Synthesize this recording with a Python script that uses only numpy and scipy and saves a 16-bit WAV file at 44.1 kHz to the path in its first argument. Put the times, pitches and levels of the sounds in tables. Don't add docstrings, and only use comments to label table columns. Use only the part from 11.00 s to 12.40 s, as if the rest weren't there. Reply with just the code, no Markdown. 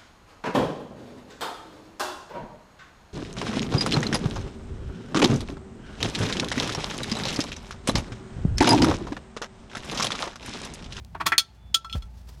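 import sys
import numpy as np
from scipy import signal
from scipy.fft import irfft
from scipy.io import wavfile

SR = 44100
rng = np.random.default_rng(int(sys.argv[2]) if len(sys.argv) > 2 else 0)


def generate_wav(signal):
    frames = np.transpose(np.atleast_2d(signal))
    scaled = np.clip(frames, -1, 1) * 32767
    pcm = np.round(scaled).astype(np.int16)
    wavfile.write(sys.argv[1], SR, pcm)


N = 61739

# t/s, rise/s, clatter level/dB, brightest f/Hz, focus on it/dB, fall below it/(dB/octave),
# fall above it/(dB/octave), clatter t60/s, ping level/dB, overtone level/dB, chatter level/dB
CONTACTS = [ (0.147, 0.0042, -28.5, 1003, -3, 13, 15, .062, -60.5, -69, -69),
            (0.199, 0.014, -21.5, 1115, 3, 8.5, 11, 0.065, -53.5, -66, -68),
            (0.2567, 0.0063, -24.5, 975, -0.5, 12.5, 9, 0.13, -53, -62, -33),
            (0.2623, 0.0046, -16, 1049, 0.5, 9, 2, 0.08, -28.5, -27, -24),
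            (0.3194, 0.0022, -12.5, 1880, 0.5, 10.5, 26, 0.08, -25, -33.5, -32),
            (0.3796, 0.0018, -7.5, 3960, 2.5, 11, 5.5, 0.0456, -43, -16.5, -14.5),
            (0.393, 0.00078, -23, 4390, 2.5, 12.5, 9.5, .055, -39, -26.5, -26),
            (0.7410, 0.00064, -43, 3480, 3, 4.5, 19, .04, -57, -61, -43),
            (0.7436, 0.00087, -15, 3227, 16.5, 6, 8, 0.032, -26.5, -20.5, -13),
            (0.8450, 0.0025, -37.5, 1190, 2, 16, 23, .06, -38, -43, -48),
            (0.86, 0.0016, -65, 1100, 0, 14, 20, .05, -44, -52, -81),
            (0.8956, 0.0028, -42.5, 2720, 8, 21, 14, 0.052, -46.5, -44, -57),
            (0.91, .002, -63, 2930, 4, 19, 20, 0.046, -54.5, -48.5, -67),
            (0.9267, 0.00095, -28, 3280, 7.5, 32, 34, 0.091, -39, -33.5, -45.5),
            (1.0202, 0.004, -52, 2460, 1, 3.5, 14, 0.058, -53.5, -47.5, -53)]


def undb(db):
    return 10 ** (np.asarray(db) / 20)


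def unit(x):
    return x / np.sqrt(np.mean(x ** 2))


def clock():
    return np.arange(N) / SR


def bins():
    return np.maximum(np.fft.rfftfreq(N, 1 / SR), 1)


def curve(points):
    return undb(np.interp(clock(), *np.array(points).T))


def colour(points):
    hz, db = np.array(points).T
    return undb(np.interp(np.log(bins()), np.log(hz), db))


def noise(spectrum):
    return unit(irfft(spectrum * np.exp(2j * np.pi * rng.random(len(spectrum))), N))


def wander(per_s):
    return np.interp(clock() * per_s, np.arange(N), rng.standard_normal(N))


def swell(start, rise, t60, hold=0):
    age = clock() - start
    attack = np.clip(age / max(rise, 1 / SR), 0, 1)
    return attack * np.exp(-np.log(1000) * np.maximum(age - rise - hold, 0) / t60)


def ring(start, rise, hz, t60):
    hz = hz * (1 + 0.0018 * rng.standard_normal())
    return np.sqrt(2) * np.sin(2 * np.pi * (hz * clock() + rng.random())) * swell(start, rise, t60)


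def background():
    # harmonic number, relative level/dB
    harmonics = [(1, -1.5), (2, -22), (3, -17.5), (4, -29)]
    # t/s, level/dB
    hum_level = [(0, -43.5), (.2, -59), (.3, -51), (.47, -63), (.57, -51), (.69, -42), (.8, -56.5),
                 (.92, -41.5), (1.04, -40), (1.17, -43), (1.39, -44)]
    rumble_level = [(0, -44.5), (.25, -44.5), (.46, -57.5), (.6, -53), (.69, -46.5), (.8, -58),
                    (.92, -50.5), (1.39, -49)]
    # f/Hz, relative level/dB
    rumble_spectrum = [(20, -37), (45, -2.5), (85, 3.5), (130, -3), (230, -12), (300, -33), (600, -53.5)]
    air_spectrum = [(100, 2), (300, 0.5), (380, 3), (480, -3), (700, 1), (845, 2), (885, 7.5), (915, -3.5),
                    (1300, -6), (2500, -10), (6000, -18), (16000, -33)]
    hum_hz = 58.3 * (1 + .012 * wander(per_s=12))
    phase = 2 * np.pi * np.cumsum(hum_hz) / SR
    hum = np.sqrt(2) * sum(undb(db) * np.sin(k * phase + 2 * np.pi * rng.random()) for k, db in harmonics)
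    rumble = noise(colour(rumble_spectrum)) * curve(rumble_level)
    air = undb(-62) * noise(colour(air_spectrum))
    return hum * curve(hum_level) + rumble + air


def tick():
    # f/Hz, relative level/dB
    spectrum = [(500, -1), (2000, -15), (4000, -0.5), (9000, -10.5), (16000, -19)]
    at_s = .0487
    delay = np.exp(-2j * np.pi * np.fft.rfftfreq(N, 1 / SR) * at_s)
    click = irfft(colour(spectrum) * delay, N)
    return undb(-29.5) * click / np.abs(click).max()


def cover(start, rise, brightest_hz, focus_db, fall_below, fall_above, t60):
    # f/Hz, relative level/dB, t60/s
    modes = [(170, 14, 0.12), (312, 8, 0.14), (388.8, 2.5, 0.14), (655, -1.5, .11), (705, -6, 0.093),
             (915.4, 3, 0.064), (1130, 4.5, 0.066), (1330, -3, 0.055), (1458, 1, 0.077), (1586, -7.5, 0.15),
             (1765, -1.5, 0.069), (1927, -1.5, .075), (2270, -2.5, 0.093), (2480, 2, 0.064),
             (2964, -2.5, 0.065), (3267, 5, 0.066), (3575, 3.5, .055), (4394, 5, .05)]
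    # f/Hz, relative level/dB
    dense_spectrum = [(200, 6), (380, 6), (520, -13.5), (800, 1.5), (2600, 4), (4500, 2.5), (5700, 2),
                      (6900, -0.5), (7900, -1.5), (9000, 2), (10500, -1.5), (13000, 0.5), (16000, -10)]
    focus_octaves = 0.24

    def excitation(hz):
        octaves = np.log2(hz / brightest_hz)
        slope_db = np.minimum(fall_below * octaves, -fall_above * octaves)
        return undb(slope_db + focus_db * np.exp(-(octaves / focus_octaves) ** 2))

    weights = np.array([excitation(hz) * undb(db) for hz, db, _ in modes])
    weights /= np.linalg.norm(weights)
    strong = sum(w * ring(start, rise, hz, decay) for w, (hz, _, decay) in zip(weights, modes))
    spectrum = excitation(bins()) * colour(dense_spectrum)
    dense = noise(spectrum) * swell(start, rise, t60)
    crack = noise(spectrum) * swell(start + rise, rise=0, t60=0.0066)
    return undb(-4.5) * strong + undb(-3.5) * dense + undb(-5.5) * crack


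def loose_part(start, rise, ping_db, overtones_db):
    # f/Hz, relative level/dB, t60/s
    upper_modes = [(2646, -16, 0.074), (3365, -1, 0.065), (4228, -2.5, 0.051), (5240, -9.5, 0.077),
                   (6080, -13, 0.088), (7350, -15.5, 0.05), (6750, -20, 0.09), (8850, -16.5, .085),
                   (11400, -23, 0.063), (12150, -23.5, 0.025)]
    full_strike_db, darken_from_hz = -17, 3400
    tilt_db_per_octave = .15 * (overtones_db - full_strike_db)
    overtones = 0
    for hz, db, t60 in upper_modes:
        octaves_above = max(np.log2(hz / darken_from_hz), 0)
        overtones += undb(db + tilt_db_per_octave * octaves_above) * ring(start, rise, hz, t60)
    ping = ring(start, rise=.011, hz=1335.7, t60=0.11)
    return undb(ping_db) * ping + undb(overtones_db) * overtones


def chatter():
    # f/Hz, width/Hz, relative level/dB
    resonances = [(3130, 330, -9.5), (3360, 180, 9.5), (4315, 1500, 1), (5320, 160, -3.5),
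                  (6760, 750, -2.5), (8640, 390, -6), (9600, 570, -11), (13000, 3600, -21),
                  (14780, 800, -19)]
    spectrum = sum(undb(db) / (1 + (2 * (bins() - hz) / width) ** 2) for hz, width, db in resonances)
    bursts = sum(undb(db) * swell(start, rise, t60=0.066) for start, rise, *_, db in CONTACTS)
    return noise(spectrum) * bursts


def knocks():
    sound = chatter()
    for start, rise, db, *clatter_shape, ping_db, overtones_db, _ in CONTACTS:
        sound += undb(db) * cover(start, rise, *clatter_shape)
        sound += loose_part(start, rise, ping_db, overtones_db)
    return sound


def scattering(direct):
    # f/Hz, relative level/dB
    spectrum = [(200, -5), (1000, 2.5), (4000, -1), (14000, -14)]
    tail = noise(colour(spectrum)) * swell(0, rise=0.0062, t60=.33)
    return undb(-34) * signal.fftconvolve(direct, tail / np.linalg.norm(tail))[:N]


def thin_ring():
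    return undb(-65.5) * ring(start=0.54, rise=0.15, hz=3465, t60=.5)


def rustle():
    # t/s, level/dB
    level = [(0, -71.5), (.5, -89.5), (.55, -65), (.62, -83.5), (.85, -79.5), (.94, -56.5), (.975, -46.5),
             (1.005, -64.5), (1.08, -70.5), (1.15, -65), (1.195, -57.5), (1.225, -64.5), (1.27, -61),
             (1.29, -51), (1.315, -57.5), (1.39, -59.5)]
    # f/Hz, relative level/dB
    spectrum = [(200, 8.5), (800, 6), (2200, -2.5), (5000, 1.5), (9000, -7), (16000, -11.5)]
    grains = undb(3.5 * wander(per_s=120))
    return unit(noise(colour(spectrum)) * grains) * curve(level)


def bump():
    # f/Hz, relative level/dB
    scuff_spectrum = [(60, -21), (190, 10), (330, -11), (600, -12.5), (1500, -21.5), (5000, -34.5),
                      (16000, -45)]
    start_s, rise_s = .945, 0.00696
    start_hz, end_hz, sag_s = 120.5, 34.8, 0.029
    age = np.maximum(clock() - start_s, 0)
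    cycles = end_hz * age + (start_hz - end_hz) * sag_s * (1 - np.exp(-age / sag_s))
    phase = 2 * np.pi * cycles
    thud = undb(-26) * np.sin(phase) * swell(start_s, rise_s, t60=0.19, hold=0.021)
    octave = undb(-27.5) * np.sin(2 * phase) * swell(start_s, rise_s, t60=0.061)
    scuff = undb(-26) * noise(colour(scuff_spectrum)) * swell(start=.948, rise=0.0073, t60=0.074)
    return np.sqrt(2) * (thud + octave) + scuff


def scene():
    thin = thin_ring()
    direct = knocks()
    handling = direct + scattering(direct) + thin + bump() + rustle()
    return (background() + tick() + handling)[None]


def record(dry):
    bottom_hz, top_hz, ceiling = 32, 16000, .9
    highpass = signal.butter(4, bottom_hz, "highpass", fs=SR, output="sos")
    lowpass = signal.ellip(8, .2, 80, top_hz, fs=SR, output="sos")
    rounded = ceiling * np.tanh(signal.sosfilt(highpass, dry) / ceiling)
    return signal.sosfilt(lowpass, rounded)


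dry = scene()
out = record(dry)
generate_wav(out)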